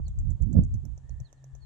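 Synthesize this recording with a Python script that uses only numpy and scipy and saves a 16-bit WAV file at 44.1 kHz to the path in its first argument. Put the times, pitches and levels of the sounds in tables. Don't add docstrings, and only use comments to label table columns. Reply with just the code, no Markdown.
import sys
import numpy as np
from scipy import signal
from scipy.fft import rfft, irfft, next_fast_len
from scipy.io import wavfile
from scipy.ndimage import uniform_filter1d

SR = 44100
rng = np.random.default_rng(int(sys.argv[2]) if len(sys.argv) > 2 else 0)


def wav_record(signal):
    frames = np.transpose(np.atleast_2d(signal))
    bounded = np.clip(frames, -1, 1)
    quanta = np.round(bounded * 32767).astype(np.int16)
    wavfile.write(sys.argv[1], SR, quanta)


N = 72765
TIME = np.arange(N) / SR


def from_db(db):
    return 10 ** (np.asarray(db) / 20)


def rms_one(x):
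    return x / np.sqrt(np.mean(x ** 2) + 1e-20)


def in_time(rows):
    times, *columns = np.transpose(rows)
    return [np.interp(TIME, times, column) for column in columns]


def noise(spectrum):
    hz, db = np.transpose(spectrum)
    size = next_fast_len(N)
    bins = np.maximum(np.fft.rfftfreq(size, 1 / SR), 1)
    colour = from_db(np.interp(np.log(bins), np.log(hz), db))
    return rms_one(irfft(rfft(rng.standard_normal(size)) * colour, size)[:N])


def evened(x, seconds):
    size = int(seconds * SR)
    return x / np.sqrt(uniform_filter1d(uniform_filter1d(x ** 2, size), size) + 1e-6)


def burst(hz, width_hz):
    t = np.arange(-(SR // 100), SR // 100) / SR
    return np.exp(-(np.pi * width_hz * t) ** 2) * np.cos(2 * np.pi * hz * t)


def tail(t60_s):
    t = np.arange(SR // 12) / SR
    spray = rng.standard_normal(len(t)) * np.exp(-np.log(1000) * t / t60_s)
    return spray / np.sqrt(np.sum(spray ** 2))


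def add(out, start_s, x):
    i = max(int(round(start_s * SR)), 0)
    out[i:i + len(x)] += x[:max(len(out) - i, 0)]


def wind():
    # time in seconds, relative level in dB.
    left_gusts = [(0.0, -37), (0.11, -29.5), (0.145, -43), (0.195, -21), (0.284, -49), (0.309, -37.5),
                  (0.494, -55.5), (0.584, -19), (0.693, -34), (0.713, -24.5), (0.928, -60), (0.973, -42),
                  (1.008, -55.5), (1.117, -48.5), (1.172, -46.5), (1.212, -31), (1.287, -64), (1.302, -60),
                  (1.507, -61), (1.537, -38.5), (1.601, -49), (1.646, -42.5)]
    # time in seconds, relative rumble and flutter levels in dB.
    right_gusts = [(0.0, -28, -50), (0.03, -29, -71), (0.12, -36.5, -62.5), (0.304, -20.5, -33.5),
                   (0.359, -29, -52.5), (0.389, -53, -49), (0.414, -15.5, -34), (0.524, -31, -29),
                   (0.569, -13.5, -15), (0.703, -34, -50.5), (0.753, -22.5, -36.5), (0.813, -34, -64),
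                   (0.838, -35.5, -37), (0.933, -30.5, -59), (0.968, -43, -85), (1.028, -52, -63.5),
                   (1.053, -38, -51.5), (1.078, -49, -82), (1.112, -29.5, -57.5), (1.252, -47.5, -69.5),
                   (1.277, -65, -71), (1.646, -62, -87)]
    # frequency in Hz, relative level in dB.
    rumble_colour = [(15, -22.5), (30, -1), (65, 7), (110, -2), (170, -18), (260, -47.5), (500, -62.5),
                     (1500, -104.5)]
    flutter_colour = [(90, -32.5), (150, 3.5), (200, 1.5), (310, -14), (400, -25.5), (520, -55),
                      (1500, -92)]
    # centre in seconds, level before choking in dB, half width in seconds.
    buffets = [(0.567, -5, 0.0031), (0.5909, -3, 0.0017)]
    (left_db,), right_levels = in_time(left_gusts), in_time(right_gusts)
    ports = np.zeros((2, N))
    for side, (rumble_db, flutter_db) in enumerate([(left_db, left_db - 37), right_levels]):
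        ports[side] += from_db(rumble_db + 1) * evened(noise(rumble_colour), seconds=0.022)
        ports[side] += from_db(flutter_db) * evened(noise(flutter_colour), seconds=0.01)
    for centre, db, half_width in buffets:
        u = (TIME - centre) / half_width
        ports[1] += from_db(db) * (1 - u ** 2) * np.exp(-u ** 2 / 2)
    ceiling, cutoff_hz = 0.75, 900
    choked = ports / (1 + (ports / ceiling) ** 4) ** (1 / 4)
    out = signal.sosfilt(signal.butter(3, cutoff_hz, fs=SR, output="sos"), choked)
    out[1] += gust_sputter()
    return out


def drone():
    # time in seconds, level in dB.
    swells = [(0, -59), (.4, -52), (1.24, -54.5), (1.325, -68.5), (1.38, -56.5), (1.48, -47), (1.65, -61.5)]
    pitch_hz = 133
    return from_db(in_time(swells)[0]) * rms_one(np.sin(2 * np.pi * pitch_hz * TIME))


def air():
    # frequency in Hz, relative level in dB.
    colour = [(30, 18), (100, 2.5), (250, 0), (500, -4), (900, -5), (1400, -13.5), (2300, -20),
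              (3400, -18.5), (5000, -25), (6900, -14.5), (7800, -19), (9000, -26), (12000, -40.5),
              (15000, -67)]
    level_db, centre_share = -63.5, 0.25
    centre = np.sqrt(centre_share) * noise(colour)
    sides = np.sqrt(1 - centre_share) * np.array([noise(colour), noise(colour)])
    return from_db(level_db) * (centre + sides)


def bird():
    # start and length in seconds, first and last pitch in Hz, relative level in dB.
    chips = [(.038, 0.08, 4720, 3060, -61.5), (0.247, 0.059, 3910, 3150, -77.5),
             (1.09, 0.044, 4440, 3950, -76), (1.225, 0.1, 4570, 2840, -63), (1.351, .09, 4360, 3050, -78.5),
             (1.588, 0.11, 4440, 3850, -65.5)]
    direct = np.zeros(N)
    for start, length, first_hz, last_hz, db in chips:
        u = np.linspace(0, 1, int(length * SR))
        hz = first_hz + (last_hz - first_hz) * np.sin(np.pi / 2 * u ** 1.125) ** 2
        swell_db = np.interp(u, [0, 0.32, 1], [-24, 0, -20.5])
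        envelope = from_db(db + swell_db) * np.abs(np.sin(np.pi * u)) ** 0.5
        add(direct, start, envelope * np.sin(2 * np.pi * np.cumsum(hz) / SR))
    return np.array([from_db(side_db) * (direct + signal.fftconvolve(direct, tail(t60_s=0.062))[:N])
                     for side_db in (-9, 0)])


def teeth():
    # peak time in seconds, level in dB, centre pitch in Hz, gap between contacts in
    # seconds, then relative dB of the second contact, top sizzle, upper ring and ground echo.
    clacks = [(0.0817, -43, 6740, .0013, -5, -12, 2.5, -19), (0.1887, -43.5, 6730, .0013, -8, -22, 4, -8),
              (.3058, -42, 6880, .0013, -5.5, -45, -0.5, -13), (.423, -45, 6660, .0013, -1, -38.5, 3.5, -4),
              (0.5297, -43.5, 6900, .00128, 0, -18.5, 2, -8),
              (0.6368, -42, 6730, .00115, -7, -15.5, 1.5, -6),
              (0.7413, -43.5, 6530, .0014, 0, -13, -1.5, -8),
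              (.8534, -43.5, 6380, .00088, -2.5, -5.5, -2.5, -27),
              (0.9777, -46, 6370, .00086, -7, -21, 0.5, -19),
              (1.0942, -46.5, 6560, .00084, 4, -22.5, -2.5, -15),
              (1.2022, -44.5, 6500, .00083, 2, -17.5, 1, -18.5),
              (1.3284, -44, 6580, .00081, 2, -21.5, -3.5, -22),
              (1.4421, -44, 6660, .00083, 1.5, -19, -9, -18),
              (1.5518, -43, 6700, .00081, -2.5, -21.5, -6.5, -11)]
    split_hz = 960
    left_lead_s, left_lift_hz = 0.00011, 407
    near_plants_db, far_plants_db, ground_delay_s = -4, -11.5, 0.0124
    jaw_db, jaw_lag_s = (-49.5, -56.5), 0.00082
    jaw = burst(hz=574, width_hz=282)
    crack = from_db(-11) * burst(hz=2820, width_hz=3840)
    out = np.zeros((2, N))
    for time, db, hz, gap, second_db, sizzle_db, upper_db, echo_db in clacks:
        start = time - len(jaw) / 2 / SR
        left_db = -4.5 - 6.5 * time
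        edge = crack + from_db(sizzle_db) * burst(hz=12000, width_hz=1400)
        for side, is_left in enumerate((1, 0)):
            low_hz = hz + is_left * left_lift_hz - split_hz / 2
            upper = from_db(upper_db) * burst(low_hz + split_hz, width_hz=800)
            ring = (burst(low_hz, width_hz=670) + upper) / 2
            click = from_db(is_left * left_db) * ring + from_db(is_left * left_db / 2) * edge
            paths = signal.unit_impulse(SR // 30)
            add(paths, gap, from_db([second_db]))
            add(paths, 2 * gap, from_db(near_plants_db) * tail(t60_s=0.031))
            add(paths, ground_delay_s, from_db(echo_db) * tail(t60_s=0.016))
            add(out[side], start - is_left * left_lead_s, from_db(db) * np.convolve(paths, click))
            far_scatter = np.convolve(tail(t60_s=0.12), ring)
            add(out[side], start + 2 * gap, from_db(db + far_plants_db) * far_scatter)
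            add(out[side], start + jaw_lag_s, from_db(jaw_db[side]) * jaw)
    return out


def gust_sputter():
    # centre in seconds, level in dB, pitch in Hz, bandwidth in Hz.
    pops = [(.4035, -46.5, 449, 130), (.555, -51, 900, 330), (.592, -40, 1110, 460)]
    # frequency in Hz, relative level in dB.
    hiss_colour = [(300, -17), (480, 5), (700, -6), (1100, -28.5), (2000, -67)]
    # time in seconds, level in dB.
    hiss_swell = [(.515, -87), (.558, -36.5), (.62, -52.5), (.69, -86.5)]
    out = from_db(in_time(hiss_swell)[0]) * noise(hiss_colour)
    for centre, db, hz, width_hz in pops:
        pop = burst(hz, width_hz)
        add(out, centre - len(pop) / 2 / SR, from_db(db) * pop)
    return out


def trill():
    # time in seconds, level in dB, pitch in Hz.
    contour = [(.93, -97, 1600), (1.05, -76.5, 1800), (1.15, -77, 1820), (1.36, -78, 1770),
               (1.65, -79.5, 1750)]
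    pulses_per_s, blur_hz = 56, 79
    db, hz = in_time(contour)
    pulses = 1 + 0.3 * np.sin(2 * np.pi * pulses_per_s * TIME)
    blur = signal.sosfilt(signal.butter(2, blur_hz, fs=SR, output="sos"), rng.standard_normal((2, 2, N)))
    voice = ((blur[0] + 1j * blur[1]) * np.exp(2j * np.pi * np.cumsum(hz) / SR)).real
    return from_db(db) * rms_one(evened(voice, seconds=0.023) * pulses)


def scene():
    return teeth() + wind() + bird() + trill() + drone() + air()


def record(dry):
    stop_hz = 16000
    return signal.sosfilt(signal.cheby2(12, 70, stop_hz, fs=SR, output="sos"), dry)


dry = scene()
out = record(dry)
wav_record(out)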